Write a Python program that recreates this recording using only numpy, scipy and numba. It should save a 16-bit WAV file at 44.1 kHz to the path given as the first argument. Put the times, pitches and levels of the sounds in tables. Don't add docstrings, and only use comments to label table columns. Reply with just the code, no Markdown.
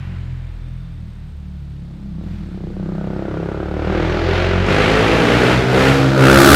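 import sys
import numpy as np
from scipy import signal
from scipy.fft import rfft, irfft, next_fast_len
from scipy.io import wavfile
from scipy.ndimage import uniform_filter1d, map_coordinates
from numba import njit

SR = 44100
rng = np.random.default_rng(int(sys.argv[2]) if len(sys.argv) > 2 else 0)


def to_wav(s):
    ch = np.atleast_2d(s).T
    pcm = np.round(np.clip(ch, -1, 1) * 32767)
    wavfile.write(sys.argv[1], SR, pcm.astype(np.int16))


def boost(x):
    u = np.asarray(x, float) / 20
    return 10 ** u


N = 288855
TIME = np.arange(N) / SR


def level(x, db):
    return x * boost(db) / np.sqrt(np.mean(x ** 2))


def even(x):
    return x / np.sqrt(uniform_filter1d(x ** 2, SR // 4) + 1e-18)


def curves(table):
    s, *columns = np.transpose(table)
    return [np.interp(TIME, s, c) for c in columns]


def swell(at, rise, hold, fall):
    return np.interp(TIME, at + np.cumsum([0, rise, hold, fall]), [0, 1, 1, 0])


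def bump(s, half):
    return np.exp(-((TIME - s) / half) ** 2)


def walk(rate):
    k = int(SR / rate)
    steps = np.repeat(rng.standard_normal(N // k + 1), k)
    return level(uniform_filter1d(uniform_filter1d(steps, k), k)[:N], 0)


@njit
def svf(x, hz, width):
    band, high, b, l = np.empty(len(x)), np.empty(len(x)), 0., 0.
    for i in range(len(x)):
        g, k = np.tan(np.pi * hz[i] / SR), width[i] / hz[i]
        v = (b + g * (x[i] - l)) / (1 + g * (g + k))
        band[i], high[i] = k * v, x[i] - k * v - l - g * v
        b, l = 2 * v - b, l + 2 * g * v
    return band, high


def low_pass(x, hz):
    for _ in range(2):
        x = x - sum(svf(x, hz, 1.93 * hz))
    return x


def resonate(x, modes):
    one = np.ones(N)
    out = 0
    for k, (hz, width, db) in enumerate(modes):
        out = out + (-1) ** k * boost(db) * svf(x, hz * one, width * one)[0]
    return out


def colour(x, points):
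    hz, db = np.transpose(points)
    f = np.fft.rfftfreq(N, 1 / SR) + 1
    return irfft(rfft(x) * boost(np.interp(np.log(f), np.log(hz), db)), N)


def woods():
    # frequency in Hz, level in dB per Hz.
    air_spectrum = [(150, -2.5), (260, -6), (400, -14.5), (1400, -17), (2500, -21.5), (3700, -22),
                    (5000, -35.5), (6300, -48), (9000, -69), (13000, -54), (15500, -53)]
    return level(colour(rng.standard_normal(N), air_spectrum), -55.5) * boost(1.0 * walk(1.0))


def camera_whine():
    # frequency in Hz, width in Hz, level in dB, unsteadiness in dB.
    whines = [
        (7100, 600, -76, 3),
        (8360, 60, -73, 1),
        (13600, 800, -79, 1.2),
    ]
    frames = (60 * TIME) % 1 < .45
    out = 0
    for hz, width, db, sway_db in whines:
        tone = level(resonate(rng.standard_normal(N), [(hz, width, 0)]), db)
        out = out + tone * boost(sway_db * walk(4.5))
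    return frames * out


def brake_squeal():
    # time in seconds, level in dB.
    squeal_db = [
        (0, -89),
        (.3, -71),
        (.9, -65),
        (1.2, -83),
    ]
    return boost(curves(squeal_db)[0]) * level(resonate(rng.standard_normal(N), [(3570, 70, 0)]), 0)


def controls():
    # time in seconds, firing rate in Hz.
    rate = [(0, 45.2), (.33, 42.26), (.82, 40.98), (1.35, 36.6), (1.7, 35.32), (2.15, 31.88), (2.64, 31.63),
            (3.47, 34.04), (3.78, 37.1), (3.87, 38.77), (4.58, 44.65), (4.74, 50.91), (5.42, 61.83),
            (5.64, 65.35), (5.75, 64.2), (5.93, 68.44), (6.26, 66.35), (6.55, 72)]
    # time in seconds, gas flow in dB, strength of the pressure pulse in dB.
    drive = [(0, -23.5, -32.5), (.42, -32, -42), (1.45, -40, -43.5), (1.9, -38, -28.5), (2.2, -39, -30.5),
             (2.42, -36.5, -28.5), (2.58, -32, -15), (2.85, -29.5, -10.5), (3.4, -21, -5),
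             (3.72, -21.5, -6), (3.92, -10, -1.5), (4.07, -7.5, -2.5), (4.21, -9.5, -3.5), (4.36, -4, -3),
             (4.78, -0.5, 0), (5.4, -0.54, 1.5), (5.9, 0.5, 5.5), (6.55, 0.5, 6.5)]
    # time of least gas in seconds, closing in seconds, reopening in seconds, change in dB,
    # lead of the pulses in seconds.
    lifts = [
        (4.64, 0.26, 0.062, -5.5, 0.04),
        (5.67, .14, 0.13, -9, 0.077),
        (6.148, 0.25, 0.1, -14, 0.089),
    ]
    layers = {"boom": (-14, 0.3152, -0.06, 0.5335, -48), "ring": (-24, -0.13, 0.3, 0.34, -70),
              "bark": (-19, 0.1, 0.92, 0.0359, -83), "roar": (-19, 1.2, -0.14, 0.0638, -81.5),
              "rasp": (-20, .5, 0.27, .5, -74), "hiss": (-21.5, 0.43, 0, 1.15, -82),
              "sizzle": (-29, 0.8, 0.38, 1.19, -70)}
    shadows = {"ring": (1.67, 0.17, -10.5), "rasp": (2.75, .12, -7)}
    # time in seconds, half length in seconds, change in dB.
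    ring_fades = [
        (3.0, .3, 4),
        (3.6, .2, -5),
        (4.3, 0.13, -13),
    ]
    # time in seconds, level in dB.
    aim = [(2.3, -1.5), (3.7, -9), (4.2, 7), (4.35, 8), (4.6, -4), (4.7, -1), (6.0, -5), (6.25, -6),
           (6.46, 2.5)]

    def lift_db(early):
        return sum(db * swell(s - early * lead - shut, shut, 0, reopen) for s, shut, reopen, db, lead in lifts)

    blip_s = 2.16
    blip = swell(blip_s, 0.107, .08, 0.234)
    gas_db, pulse_db = curves(drive)
    gas_db = gas_db + lift_db(0) + 8 * blip
    pulse_db = pulse_db + 0.97 * lift_db(0.72) + 13.5 * swell(blip_s, 0.045, 0.022, 0.07)
    pulse_db = pulse_db - 17 * bump(2.735, 0.023)

    speed_m_s, passes_s, verge_m = 21.2, 7.008, 4.4
    distance_m = np.hypot(speed_m_s * (passes_s - TIME), verge_m)
    near_db = -20 * np.log10(distance_m / 10)
    gain = {}
    for name, (db, gas_share, pulse_share, near_share, least_db) in layers.items():
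        follow_db = db + gas_share * gas_db + pulse_share * pulse_db + near_share * near_db
        gain[name] = np.hypot(boost(follow_db), boost(least_db))

    gain["boom"] = gain["boom"] * boost(2 * blip)
    for name, (s, clearing, db) in shadows.items():
        gain[name] = gain[name] * boost(db * np.clip((s + clearing - TIME) / clearing, 0, 1))
    gain["ring"] = gain["ring"] * boost(sum(db * bump(s, half) for s, half, db in ring_fades))
    for name, share in dict(hiss=0.53, sizzle=0.94).items():
        gain[name] = gain[name] * boost(share * curves(aim)[0])
    wheelie = np.clip((TIME - 6.13) / .05, 0, 1)
    gain["rasp"] = gain["rasp"] * boost(2.5 * wheelie)
    gain["roar"] = gain["roar"] * boost(-1 * wheelie)
    return curves(rate)[0] + 9.68 * blip, gain


def crank(hz):
    beats_s = [2.2103, 2.605, 2.7662, 3.162, 3.429, 3.684, 3.872, 4.048, 4.263, 4.488, 4.704, 6.147, 6.343,
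               6.516]
    turns = np.cumsum(hz) / SR
    at_beats = np.interp(beats_s, TIME, turns)
    return turns - np.interp(TIME, beats_s, np.unwrap(at_beats % 1, period=1))


def firings(turns, late_s, size_db):
    at = np.flatnonzero(np.diff(np.floor(turns)) > 0)
    chance = rng.standard_normal((len(at), 2)).T
    pulses = np.zeros(N)
    at = np.clip(at + (late_s * SR * chance[0]).astype(int), 0, N - 1)
    pulses[at] = boost(size_db * chance[1])
    return pulses


def orders(turns, hz):
    orders_db = [-6, -0.14, -3, -5, -9.5]
    order_turns = [.48, .12, .78, .72, .66]
    # frequency in Hz, level in dB.
    header = [(35, 5), (60, 1.5), (85, 2), (108, -3.5), (128, 0), (155, 0.5), (200, -3.5), (270, 4.5)]
    # time in seconds, half length in seconds, change in dB.
    fades = [
        [(.6, .45, 4.5), (1.7, .3, -3), (3.5, .3, -4), (5.7, 0.46, -5), (6.1, 0.085, 7)],
        [(.8, 0.13, -0.5), (1.05, 0.096, -4), (2.9, 0.57, -7), (6.2, 0.11, 4.5), (6.46, 0.086, -20)],
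        [(.4, 0.4, 7.5), (2.0, .3, -5), (4.5, 0.11, -14), (5.62, 0.063, -12), (6.05, 0.1, -18),
         (6.35, 0.092, 6)],
        [(.3, 0.3, -13), (.85, 0.12, -2), (1.8, 0.26, 6.5), (3.2, 0.24, 4), (4.4, 0.17, -19),
         (5.65, 0.095, -32)],
        [(.8, 1.0, -14), (3.1, .3, 11), (3.9, 0.52, -5), (5.1, 0.42, 0), (6.4, 0.16, 6.5)],
    ]
    header_hz, header_db = np.transpose(header)
    out = 0
    for k, db in enumerate(orders_db):
        order_hz = (k + 1) * hz
        db = db + np.interp(np.log(order_hz), np.log(header_hz), header_db) + 1.0 * walk(8.1)
        db = db + sum(fade_db * bump(s, half) for s, half, fade_db in fades[k])
        phase = 2 * np.pi * ((k + 1) * turns + order_turns[k])
        out = out + np.sqrt(2) * boost(db) * np.sin(phase)
    return out


def exhaust_boom(turns, hz, gain):
    # lag in seconds, level in dB.
    far_wall = [
        (.11, -10.5),
        (.29, -3),
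    ]
    # time in seconds, share from 0 to 1.
    wall_share = [(0, .05), (4.3, .1), (5.3, .9), (6.55, .9)]
    boom = gain * orders(turns, hz)
    echo = 0
    for lag, db in far_wall:
        echo = echo + boost(db) * map_coordinates(boom, [(TIME - lag) * SR], order=1, mode="mirror")
    return boom + curves(wall_share)[0] * echo


def rumble(gain):
    return gain * boost(-7) * level(resonate(rng.standard_normal(N), [(43.6, 107, -1.5), (117, 49, 11)]), 0)


def over_ground(x, lag_cycles=.3):
    size = next_fast_len(N + SR)
    f = np.fft.rfftfreq(size, 1 / SR) + 30
    return irfft(rfft(x, size) * np.exp(-2j * np.pi * lag_cycles * np.log(f / 2000)), size)[:N]


def smeared_clicks(pulses, hz):
    clicks = svf(over_ground(pulses), 4.2 * hz, 5.0 * hz)[1]
    return svf(clicks[::-1].copy(), 4.2 * hz[::-1], 5.0 * hz[::-1])[1][::-1].copy()


def silencer_ring(clicks, hz, gain):
    # frequency in Hz, width in Hz, level in dB.
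    chamber = [
        (162, 51, 4.5),
        (201.6, 38, -1.5),
    ]
    ring = gain * even(resonate(resonate(clicks, chamber), [(188, 150, 0)]))
    return ring * np.clip((51 - hz) / 6, .1, 1)


def banks(x):
    # lag far in ms, lag near in ms, level in dB.
    bank_echoes = [
        (3.64, 4.27, -7),
        (8.14, 6.34, -4.5),
        (13.79, 21.0, -12.5),
        (33.33, 27.0, -0.5),
    ]
    near = (TIME / TIME[-1]) ** 2
    out = x
    for far, close, db in bank_echoes:
        lag_ms = far + (close - far) * near + .5 * walk(4)
        out = out + boost(db) * near ** 0.74 * np.interp(TIME - lag_ms / 1000, TIME, x)
    return out


def pipe_bark(clicks, hz, gain):
    # frequency in Hz, width in Hz, level in dB.
    tail_pipe = [
        (294, 61, 6.5),
        (588, 700, 9),
        (900, 100, -29),
    ]
    # time in seconds, frequency in Hz.
    bark_top = [(0, 323), (2.2, 465), (2.8, 610), (3.8, 900), (6.55, 1010)]
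    # time in seconds, frequency in Hz.
    ground_band = [(0, 263), (2.1, 290), (2.5, 335), (3.0, 335), (3.4, 312), (3.9, 330), (4.6, 440),
                   (5.7, 410), (6.55, 350)]
    ground_hz = curves(ground_band)[0]
    pipe = low_pass(resonate(clicks, tail_pipe), curves(bark_top)[0])
    pipe = banks(.7 * pipe + .7 * svf(pipe, ground_hz, .28 * ground_hz)[0])
    pipe = pipe - np.clip((50 - hz) / 8, .2, .85) * resonate(pipe, [(228, 30, 0)])
    return gain * even(pipe)


def gas_roar(shape, shock, air_hz):
    # frequency in Hz, width in Hz, level in dB.
    roar_modes = [
        (804, 324, -4.5),
        (1800, 1154, -1),
        (2870, 1950, -5),
    ]
    turbulence = shape ** .7 * rng.standard_normal(N) * boost(.6 * walk(14))
    return low_pass(resonate(.35 * shock + turbulence, roar_modes), air_hz)


def end_cap_rasp(shape, shock, gated):
    # frequency in Hz, width in Hz, level in dB.
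    end_cap = [
        (1130, 90, 0),
        (1420, 330, 2),
    ]
    knock = .5 * rng.standard_normal(N)
    return resonate(resonate(1.5 * gated * shock + shape * knock, end_cap), [(1350, 900, 0)])


def jet_treble(shape, air_hz):
    # frequency in Hz, level in dB per Hz.
    hiss_spectrum = [(2000, -23), (3500, -9), (4300, -10), (6000, -18.5), (8000, -25), (11000, -56),
                     (15000, -69)]
    # frequency in Hz, level in dB per Hz.
    sizzle_spectrum = [(5000, -12), (7500, -7.5), (10000, -6.5), (13000, -6), (15500, -7)]
    crackle = shape ** .75 * rng.standard_normal(N) * boost(1.0 * rng.exponential(size=N))
    return colour(crackle, hiss_spectrum), low_pass(colour(crackle, sizzle_spectrum), air_hz)


def gas(turns, gain, pulses):
    # time in seconds, share from 0 to 1.
    puffed_share = [(0, .05), (2.8, .06), (3.8, .15), (4.75, .2), (5.1, .08), (6.05, .1), (6.2, .55),
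                    (6.55, .75)]
    # time in seconds, frequency in Hz.
    air_top = [(0, 7000), (3.8, 7500), (4.6, 9000), (4.72, 11400), (6.1, 14000), (6.55, 17000)]
    gated, air_hz = curves(puffed_share)[0], curves(air_top)[0]
    angle = turns % 1
    puff = level(angle * np.exp(-angle / .1), 0)
    shape = np.sqrt(1 - gated) + np.sqrt(gated) * puff
    shock = -np.sqrt(gated) * even(pulses)
    roar = gas_roar(shape, shock, air_hz)
    rasp = end_cap_rasp(shape, shock, gated)
    hiss, sizzle = jet_treble(shape, air_hz)
    parts = dict(roar=roar, rasp=rasp, hiss=hiss, sizzle=sizzle)
    return sum(gain[name] * level(x, 0) for name, x in parts.items())


@njit
def trunks(x, lags, gain, damp):
    line, soft, out = np.zeros((8, 8192)), np.zeros(8), np.zeros((2, len(x)))
    for i in range(len(x)):
        total = 0.
        for k in range(8):
            soft[k] += (1 - damp) * (gain[k] * line[k, (i - lags[k]) & 8191] - soft[k])
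            total += soft[k]
            out[k % 2, i] += soft[k]
        for k in range(8):
            line[k, i & 8191] = x[i] + soft[k] - total / 4
    return out


def tree_echo(exhaust, puffs):
    # time in seconds, level in dB.
    trees = [(0, 5), (2.3, -4.5), (2.8, -8.5), (3.7, -10), (4.2, -2), (6.55, -7)]
    lags = rng.integers(900, 5000, 8)
    t60_s, damp = 0.97, 0.045
    sent = exhaust * boost(curves(trees)[0]) + boost(-12) * puffs
    return boost(1.0) * trunks(sent, lags, boost(-60 * lags / SR / t60_s), damp)


def microphones(mid, echo):
    # frequency in Hz, level in dB.
    ports = [(40, -39), (150, -21.5), (500, -25), (1300, -32.5), (2500, -33), (4400, -38), (8000, -30),
             (13000, -13.5)]
    # time in seconds, extra side in dB.
    off_axis = [(0, -4.5), (4, -7.5), (6.1, 1.5), (6.55, 6.5)]
    late = np.pad(mid, (400, 0), "reflect")[:N]
    side = boost(curves(off_axis)[0]) * colour(late + .5 * (echo[0] - echo[1]), ports)
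    return np.array([mid + side, mid - side])


def scene():
    quiet = woods() + camera_whine() + brake_squeal()
    hz, gain = controls()
    turns = crank(hz)
    pulses = firings(turns, late_s=.00015, size_db=1.0)
    clicks = smeared_clicks(pulses, hz)
    boom = exhaust_boom(turns, hz, gain["boom"])
    ring = silencer_ring(clicks, hz, gain["ring"])
    bark = pipe_bark(clicks, hz, gain["bark"])
    puffs = gas(turns, gain, pulses)
    echo = tree_echo(ring + bark + 0.23 * boom, puffs)
    direct = boom + rumble(gain["boom"]) + ring + bark + puffs
    return microphones(direct + quiet + echo.mean(axis=0), echo)


def roll_off(x):
    return signal.sosfilt(signal.butter(12, 15690, fs=SR, output="sos"), x)


def record(dry):
    x = signal.sosfilt(signal.butter(2, 28, "high", fs=SR, output="sos"), dry)
    x = signal.sosfilt(signal.ellip(8, .2, 70, 15900, fs=SR, output="sos"), x)
    return roll_off(np.clip(x, -1, 1))


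dry = scene()
out = record(dry)
to_wav(out)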